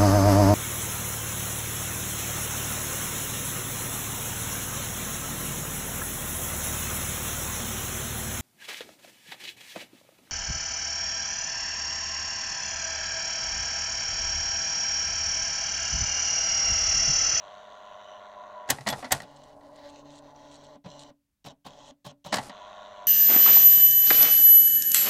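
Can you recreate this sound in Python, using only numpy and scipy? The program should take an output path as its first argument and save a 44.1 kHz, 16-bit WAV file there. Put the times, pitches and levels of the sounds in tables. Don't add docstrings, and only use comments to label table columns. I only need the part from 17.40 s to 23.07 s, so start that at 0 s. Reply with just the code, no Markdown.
import sys
import numpy as np
from scipy import signal
from scipy.fft import irfft, next_fast_len
from scipy.io import wavfile
from scipy.ndimage import map_coordinates

SR = 44100
rng = np.random.default_rng(int(sys.argv[2]) if len(sys.argv) > 2 else 0)


def unload_audio(sound):
    columns = np.transpose(np.atleast_2d(sound))
    steps = np.round(np.clip(columns, -1, 1) * 32767)
    wavfile.write(sys.argv[1], SR, steps.astype(np.int16))


N = 250043
T = np.arange(N) / SR
STEP_HZ = 144.2


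def gain_of(db):
    return 10 ** (np.asarray(db) / 20)


def evened(x):
    return x / np.sqrt(np.mean(x ** 2) + 1e-20)


def read(points, hz):
    f, value = np.transpose(points)
    return np.interp(np.log(hz + 1), np.log(f + 1), value)


def add(mix, s, sound):
    part = mix[max(round(s * SR), 0):][:len(sound)]
    part += sound[:len(part)]


def gate(start, stop, fade=0.0014):
    return np.clip(np.minimum(T - start, stop - T) / fade + 1, 0, 1)


def bell(s, half):
    return np.exp(-((T - s) / half) ** 2)


def swells(rows):
    return sum(db * bell(s, half) for s, half, db in rows)


def coloured(x, spectrum, treble_db=0, corner_hz=3600, slope=0.48):
    size = next_fast_len(len(x))
    hz = abs(np.fft.fftfreq(size, 1 / SR))
    tilt_db = treble_db * slope * np.log2(1 + (hz / corner_hz) ** 2)
    log_gain = np.log(gain_of(read(spectrum, hz) + tilt_db))
    response = np.exp(np.conj(signal.hilbert(log_gain)))
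    return evened(np.fft.ifft(np.fft.fft(x, size) * response).real[:len(x)])


def wander(rate):
    size = next_fast_len(N, real=True)
    hz = np.fft.rfftfreq(size, 1 / SR)
    hz = hz[hz < 3 * rate]
    bins = rng.standard_normal((len(hz), 2)) @ [1, 1j]
    return evened(irfft(bins * np.exp(-(hz / rate) ** 2), size)[:N])


def chatter(turns, sharp, click=0, uneven_db=0):
    flare = evened(np.exp(-sharp * (turns % 1)) * rng.standard_normal(N))
    clicks = evened(np.diff(np.floor(turns), prepend=0) * rng.uniform(0.5, 1, N))
    boost = np.minimum(rng.exponential(1, N), np.pi)
    strength = gain_of(uneven_db * boost)[turns.astype(int)]
    return evened((flare + click * clicks) * strength)


def tone(turns, waver):
    modulation = 1 + waver * (wander(7.3) + 1j * wander(2.3))
    return np.sqrt(2) * (np.exp(2j * np.pi * turns) * modulation).real


# time_s, share_of_line from the left
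CARRIAGE_TRAVEL = [(0, .6), (1.3, 0), (1.8, 0), (4.9, .45), (5.11, .45), (5.67, .2)]


def place():
    return np.interp(T, *np.transpose(CARRIAGE_TRAVEL))


def under_cover(x):
    at = place()
    cover_s = .0004 + .0005 * at
    left_wall_s = .0006 + .0015 * at
    right_wall_s = .0021 - .0015 * at
    echoes = sum(map_coordinates(x, [(T - d) * SR], order=3) for d in (cover_s, left_wall_s, right_wall_s))
    return evened(x + .33 * echoes)


def ring(modes, spread=0):
    t = np.arange(SR // 2) / SR
    detune = 1 + spread * rng.uniform(-1, 1, len(modes))
    phase = rng.random(len(modes))
    out = np.zeros(len(t))
    for (hz, db, t60), d, p in zip(modes, detune, phase):
        out += gain_of(db - 60 * t / t60) * np.sin(2 * np.pi * (hz * d * t + p))
    return (1 - np.exp(-t / 0.00024)) * out


TREBLE_LASTS, BODY_LASTS = .75, 1.25


def burst(decay, rise, size=8192):
    t = np.arange(size) / SR
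    attack, decay = 1 - np.exp(-t / rise), max(decay, rise)
    body, treble = (signal.sosfilt(signal.butter(2, 3000, side, fs=SR, output="sos"),
                                   rng.standard_normal(size)) for side in ("low", "high"))
    body = body * np.exp(-t / (decay * BODY_LASTS))
    treble = treble * np.exp(-t / (decay * TREBLE_LASTS))
    shape = attack * np.exp(-t / decay)
    return attack * (body + treble), np.sqrt(np.mean(shape ** 2)) / shape.max()


def blows(rows, spectrum, rise=0.0031):
    out = np.zeros(N)
    for s, db, treble_db, decay in rows:
        contacts, rms = burst(decay, rise)
        add(out, s, gain_of(db) * rms * coloured(contacts, spectrum, treble_db))
    return out


def thud(s, half, hz, db):
    t = np.arange(-3 * half, 3 * half, 1 / SR)
    out = np.zeros(N)
    rocking = np.sqrt(2) * np.sin(2 * np.pi * (hz * t + rng.random()))
    add(out, s + t[0], gain_of(db) * np.exp(-(t / half) ** 2) * rocking)
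    return out


# start_s, stop_s, whir_db, rattle_db (relative, as at the left stop)
CARRIAGE_RETURNS = [(-.01, 1.29, -47, -64), (5.104, 5.7, -46.5, -60)]
# pitch_hz, level_db (relative)
MOTOR_LINES = [(209.9, -70), (414.5, -71), (595.5, -59), (624.5, -52.5), (694.4, -64.5), (716.0, -54.5),
               (815, -69.5), (992, -64.5), (1092, -65)]
# frequency_hz, level_db (relative)
WHIR_SPECTRUM = [(30, -37.5), (330, -26), (480, -17.5), (600, -9), (665, -7.5), (770, -12), (810, -9),
                 (860, -13), (1010, -1.5), (1130, -7), (1270, -20.5), (1410, -9.5), (1620, -22.5),
                 (1780, -17.5), (2050, -22), (3000, -63.5)]
RATTLE_SPECTRUM = [(1500, -8.5), (2400, -9.5), (3000, -2.5), (3900, -2), (4500, -15.5), (5100, -24.5),
                   (6000, -11.5), (7000, -17), (7700, -25.5), (10000, -41.5), (16000, -48.5)]
RAIL_SPECTRUM = [(2000, -28), (2750, -8), (3000, 4.5), (3300, -11), (5000, -57), (5950, -5), (6800, -47)]
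# middle_s, half_length_s, level_db
RAIL_RINGING = [(0.553, 0.16, -65.5), (0.72, 0.072, -61)]
GEAR_HZ = 99.25
WHIR_DB_PER_LINE, RATTLE_DB_PER_LINE = -3.5, 11


def carriage_return(tones_db=-3.0, whir_db=-1.5, steps_db=-4):
    whir, rattle = np.zeros(N), np.zeros(N)
    for start, stop, run_whir_db, run_rattle_db in CARRIAGE_RETURNS:
        whir += gate(start, stop) * gain_of(run_whir_db + WHIR_DB_PER_LINE * place())
        rattle += gate(start, stop) * gain_of(run_rattle_db + RATTLE_DB_PER_LINE * place())
    ringing = sum(gain_of(db) * bell(s, half) for s, half, db in RAIL_RINGING)
    clock = T + np.cumsum(.002 * wander(5)) / SR
    turns = GEAR_HZ * clock
    steps = 4 * turns
    tones = evened(sum(gain_of(db) * tone(hz * clock, waver=.2) for hz, db in MOTOR_LINES))
    knocking = chatter(turns, sharp=1.6, click=0.7) + gain_of(steps_db) * chatter(steps, sharp=2.1)
    body = coloured(knocking, WHIR_SPECTRUM)
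    teeth = coloured(chatter(turns, sharp=8, click=.5) + chatter(steps, sharp=1), RATTLE_SPECTRUM)
    teeth = evened(teeth + under_cover(teeth))
    rail = coloured(chatter(turns, sharp=2, click=0.5), RAIL_SPECTRUM)
    motor = whir * (gain_of(tones_db) * tones + gain_of(whir_db) * body)
    return motor + rattle * teeth + ringing * rail


# frequency_hz, level_db (relative)
QUIET_SPECTRUM = [(18, -29), (30, 6.5), (287, -6.5), (384, -19.5), (16000, -23.5)]


def quiet_room(level_db=-80.5):
    return gain_of(level_db) * coloured(rng.standard_normal(N), QUIET_SPECTRUM)


# middle_s, half_length_s, level_db, initial_sharpness_hz
GEAR_SINGS = [(0.266, 0.058, -49.5, 12.4), (0.486, .045, -52.5, 60), (0.896, 0.032, -51, 27),
              (1.006, .05, -48.5, 17), (1.194, 0.081, -43, 14), (5.235, 0.045, -49, 13.6),
              (5.627, 0.0605, -49, 11.4)]


def singing(waver=0.069, sing_hz=985):
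    level = sum(gain_of(db) * bell(s, half) for s, half, db, _ in GEAR_SINGS)
    sharp = sum(hz * bell(s - half, half) for s, half, _, hz in GEAR_SINGS)
    return level * tone(np.cumsum(sing_hz + sharp) / SR, waver)


# time_s, level_db, treble_db (tilt), decay_s (nominal)
MECHANISM_KNOCKS = [(1.276, -50, -7, 0.014), (1.385, -35.5, -11.5, 0.0028), (1.408, -42.5, -2.5, 0.006),
                    (1.4634, -31.5, -19, 0.005), (1.4695, -22.5, -4.5, 0.0054), (1.476, -23.5, -2.5, .006),
                    (1.4866, -23, 3.5, .0065), (1.5004, -28.5, 1.5, .007), (1.5255, -25, -11, .006),
                    (1.536, -28.5, -16, .0025), (1.626, -35, -23, 0.011), (1.644, -33.5, -11, 0.015),
                    (1.802, -34, -5, 0.0029), (1.8195, -42.5, 5.5, 0.0021), (2.209, -58, -5, 0.0068),
                    (4.922, -35.5, -7, 0.0058), (4.926, -21, -5.5, .016), (4.9412, -20, -0.5, 0.0055),
                    (4.9572, -30.5, 6.5, .0045), (4.968, -27.5, -2.5, 0.0064), (4.9828, -25.5, -9, 0.007),
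                    (5.095, -37, -8.5, 0.0069)]
# frequency_hz, level_db (relative)
KNOCK_SPECTRUM = [(40, -22), (130, -9), (250, 2), (370, -12.5), (620, 1.5), (850, 3.5), (1250, -6.5),
                  (1600, -7.5), (1950, -1), (2400, -11), (4200, -4), (8000, -10), (11000, -19),
                  (14000, -24), (16000, -30.5)]


def knocks():
    return blows(MECHANISM_KNOCKS, KNOCK_SPECTRUM, rise=.0007)


# pitch_hz, level_db (relative), t60_s
CASE_MODES = [(74, -14, .12), (215, -16, .1), (275, -14, .1), (485, -12, .12), (635, -6, .08),
              (774, -2, .085), (908, -4, .09), (1070, -6, .08), (1447, -8, .09), (1625, -7, .09),
              (1886, 1, .075), (4490, -10, .06)]
# pitch_hz, level_db (relative), t60_s
SPRING_MODES = [(3394, 7, 0.069), (11530, 1, 0.065)]


def case_ring(ring_db=-14, spring_db=-36):
    out = np.zeros(N)
    for s, db, *_ in slam_rows() + MECHANISM_KNOCKS:
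        add(out, s, gain_of(db + ring_db) * ring(CASE_MODES, spread=.012))
    add(out, 1.502, gain_of(spring_db) * ring(SPRING_MODES))
    return out


# middle_s, half_length_s, pitch_hz, level_db
TABLE_THUDS = [(1.328, 0.015, 133.2, -39), (1.413, .014, 136.2, -43), (1.476, 0.012, 201.5, -37.5),
               (1.535, .02, 135, -40.5), (1.746, 0.016, 143.7, -36), (4.94, .018, 200.1, -41.5),
               (4.997, 0.024, 130, -45)]


def table_thuds():
    return sum(thud(*row) for row in TABLE_THUDS)


# time_s, level_db (relative)
LATCH_SLAMS = [(1.3026, -12.5), (1.721, -12)]
# delay_s, level_db (relative), treble_db (tilt), decay_s (nominal)
SLAM_PARTS = [(-.014, -17.5, -14.5, .012), (-.003, -8, -2, .0055), (0.0005, -3.5, 2.5, .0036)]


def slam_rows():
    return [(s + delay, db + part_db, treble_db, decay)
            for s, db in LATCH_SLAMS for delay, part_db, treble_db, decay in SLAM_PARTS]


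# frequency_hz, level_db (relative)
SLAM_SPECTRUM = [(40, -11.5), (450, -6.5), (790, 5), (1200, -9.5), (1900, 3.5), (2300, -7), (2800, -2.5),
                 (5400, -3), (6700, 3), (10300, -5.5), (12500, -3.5), (16000, -11.5)]


def latch_slams():
    return blows(slam_rows(), SLAM_SPECTRUM)


# start_s, length_s, level_db (relative)
LINE_FEEDS = [(1.463, 0.15, -22.5), (4.938, 0.14, -21.5)]
# start_s, stop_s, level_db, fade_s
SOFT_SLIDES = [(1.312, 1.806, -54.5, 0.052), (1.8, 2.516, -71, 0.062)]
# frequency_hz, level_db (relative)
FEED_SPECTRUM = [(40, -10), (256, -7.5), (345, -8), (810, -2), (918, -8), (2260, -19), (4800, -17.5),
                 (9220, -20), (12500, -29), (16000, -50.5)]
PAPER_DB = -24.5
SHAKE_DB, SHAKE_FALL_DB_PER_S = -18.5, 290.5


def paper_feed(grain_db=2.5, fade=0.029):
    paper = sum(gain_of(db + PAPER_DB) * gate(s + fade, s + length, fade) for s, length, db in LINE_FEEDS)
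    slides = sum(gain_of(db) * gate(start + ease, stop, ease) for start, stop, db, ease in SOFT_SLIDES)
    shiver = sum((T > s) * gain_of(db + SHAKE_DB - SHAKE_FALL_DB_PER_S * abs(T - s)) for s, db in LATCH_SLAMS)
    level = np.sqrt(paper ** 2 + slides ** 2 + shiver ** 2)
    grainy = rng.standard_normal(N) * gain_of(grain_db * wander(200))
    return level * coloured(grainy, FEED_SPECTRUM)


# start_s, stop_s, jolt_db (relative), treble_db (tilt of the jolt), rest_db (relative)
HEAD_STROKES = [(1.811, 3.361, -40.5, 7, -47.5), (3.44, 3.704, -35.5, 1.5, -52),
                (4.042, 4.119, -36, 13.5, -53), (4.245, 4.511, -36, 12, -50.5),
                (4.644, 4.714, -35, 15, -47), (4.842, 4.919, -34.5, 13.5, -56.5)]
# frequency_hz, level_db (relative)
JOLT_SPECTRUM = [(40, -12), (95, -5.5), (140, 11), (200, 4.5), (370, -8), (580, -1), (1000, -2.5),
                 (1300, -13.5), (2400, -18.5), (3700, -14), (16000, -56)]
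# pitch_hz, level_db (relative), t60_s
FRAME_MODES = [(153.7, -11, 0.5), (284.5, -8, 0.57), (577, -13, 0.34)]


def starts_and_stops(slack_db=-7, press_delay=.017, settle_db=-3, bump_db=-3, bump_decay=0.0085,
                     halt_db=-54, halt_hz=258, halt_half=0.0114):
    slack = [(s + 0.0035, db + slack_db, treble_db, .012) for s, _, db, treble_db, _ in HEAD_STROKES]
    press = [(s + press_delay, db, treble_db, .012) for s, _, db, treble_db, _ in HEAD_STROKES]
    bumps = [(stop, db + bump_db, 0, bump_decay) for _, stop, _, _, db in HEAD_STROKES]
    out = sum(blows(rows, JOLT_SPECTRUM) for rows in (slack, press, bumps))
    for _, stop, _, _, db in HEAD_STROKES:
        add(out, stop, gain_of(db + settle_db) * ring(FRAME_MODES))
        out += thud(stop + halt_half, halt_half, halt_hz, halt_db)
    return out


# multiple_of_step_rate, level_db (relative)
HUM_ORDERS = [(1, -16), (3, -25.5), (5, -19.5), (6, -17.5), (8, -31.5), (10, -32)]
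# frequency_hz, level_db (relative)
DRIVE_SPECTRUM = [(30, -1), (100, -6), (200, -8.5), (255, 2.5), (335, -6.5), (480, -4.5), (620, 11.5),
                  (700, -3), (830, 4), (910, -5.5), (1000, 6.5), (1200, -12), (1600, -15), (1950, -33.5),
                  (3000, -42)]
RUB_SPECTRUM = [(1200, -29.5), (2400, -9), (3000, 8), (3500, -0.5), (4100, 4), (4800, -12), (5800, 2),
                (7300, -8), (16000, -50)]
# middle_s, half_length_s, change_db
LIGHT_SKIMS = [(2.185, 0.035, -26), (2.3, 0.026, -8), (2.635, 0.018, -12.5), (2.815, 0.017, -7.5),
               (2.935, 0.015, -10)]
# middle_s, half_length_s, change_db
HARD_PRESSES = [(2.57, 0.053, 3.5), (3.53, 0.096, 6.5)]
# middle_s, half_length_s, change_db (over free running)
RAIL_BINDS = [(2.39, 0.033, 7.5), (2.46, 0.031, 15)]
# time_s, level_db
FRAME_DRONE = [(1.9, -60.5), (2.03, -70), (2.26, -57), (3.45, -61), (4.1, -70.5)]
DRONE_LINGER_S = .04
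RUB_DB, RUB_DB_PER_LINE, RUB_WAVER_DB = -70, 34.5, 2.5


def printing(hum_db=-52, whine_db=-62.5, drive_db=-54, groan_db=-67, rub_db=-1, fizz_db=-23, coast=0.014):
    sliding = sum(gate(start + 0.0027, stop, fade=0.0027) for start, stop, *_ in HEAD_STROKES)
    turning = sum(gate(start + coast, stop, fade=coast) for start, stop, *_ in HEAD_STROKES)
    pressure_db = swells(LIGHT_SKIMS) + swells(HARD_PRESSES) + RUB_WAVER_DB * wander(3.7)
    rub = gain_of(RUB_DB + RUB_DB_PER_LINE * place() + pressure_db)
    bind = gain_of(swells(RAIL_BINDS) + swells(LIGHT_SKIMS))
    turns = STEP_HZ * np.cumsum(1 + 0.0017 * wander(3.82)) / SR

    hum = sum(gain_of(db) * tone(k * turns, waver=1.0) for k, db in HUM_ORDERS)
    whine = tone(4 * turns, waver=.3)
    body = coloured(chatter(turns, sharp=0.51), DRIVE_SPECTRUM)
    motor = gain_of(hum_db) * hum + gain_of(whine_db) * bind * whine + gain_of(drive_db) * body

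    keep = np.exp(-1 / (DRONE_LINGER_S * SR))
    drive_level = turning * gain_of(np.interp(T, *np.transpose(FRAME_DRONE)))
    drone = signal.lfilter([1 - keep], [1, -keep], drive_level) * tone(2 * turns, waver=0.24)

    groan_spectrum = [(900, -28.5), (1900, 1), (2600, -18), (4000, -3.5), (10000, -34)]
    fizz_spectrum = [(4000, -43), (7500, 19), (11000, 2), (16000, -15)]
    groan = coloured(chatter(turns, sharp=0.59), groan_spectrum)
    grains = evened(chatter(turns, sharp=.5) + .8 * chatter(turns, sharp=4, uneven_db=5.5))
    scratch = under_cover(coloured(grains, RUB_SPECTRUM))
    fizz = coloured(grains, fizz_spectrum)
    head = rub * (gain_of(rub_db) * scratch + gain_of(fizz_db) * fizz)
    head += gain_of(groan_db) * np.minimum(bind, np.pi) * groan
    return turning * motor + drone + sliding * head


# start_s, length_s, level_db
PAPER_CATCHES = [(1.959, 0.019, -61.5), (2.034, 0.0088, -52.5), (2.357, .011, -56), (2.459, 0.0051, -59),
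                 (2.484, 0.022, -59.5), (2.702, 0.095, -61), (2.753, 0.0095, -55), (3.109, 0.061, -57),
                 (3.233, .02, -58), (3.591, 0.048, -54), (4.454, .054, -61.5)]
# frequency_hz, level_db (relative)
SCRATCH_SPECTRUM = [(1500, -31), (3000, 1), (4100, 5), (5000, -5.5), (7700, 0), (10000, -16.5),
                    (16000, -43)]


def scrapes(fade=0.0026):
    catching = sum(gain_of(db) * gate(s + fade, s + length - fade, fade) for s, length, db in PAPER_CATCHES)
    return catching * coloured(chatter(STEP_HZ * T, sharp=1.2, uneven_db=3), SCRATCH_SPECTRUM)


# frequency_hz, t60_s
ROOM_DECAY = [(100, .2), (300, .25), (1200, .15), (3000, .094), (16000, .04)]


def room(x, delay=0.0052):
    hz, t, z = signal.stft(rng.standard_normal(SR * 3 // 4), SR, nperseg=256)
    decay = gain_of(-60 * t / read(ROOM_DECAY, hz)[:, None])
    tail = signal.istft(z * decay, SR, nperseg=256)[1]
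    tail *= np.minimum(np.arange(len(tail)) / SR / delay, 1)
    return signal.fftconvolve(x, tail / np.linalg.norm(tail))[:N]


def scene(jolt_db=-3.5, motor_room_db=-18, clack_room_db=-14):
    running = carriage_return() + singing() + paper_feed() + printing() + scrapes()
    running += gain_of(jolt_db) * starts_and_stops()
    clacks = knocks() + case_ring() + table_thuds() + latch_slams()
    echo = room(gain_of(motor_room_db) * running + gain_of(clack_room_db) * clacks)
    return (running + clacks + echo + quiet_room())[None]


def record(dry, edge_hz=15900):
    low_pass = signal.firwin(511, edge_hz, window=("kaiser", 9), fs=SR)
    return signal.oaconvolve(dry, low_pass[None], "same")


dry = scene()
out = record(dry)
unload_audio(out)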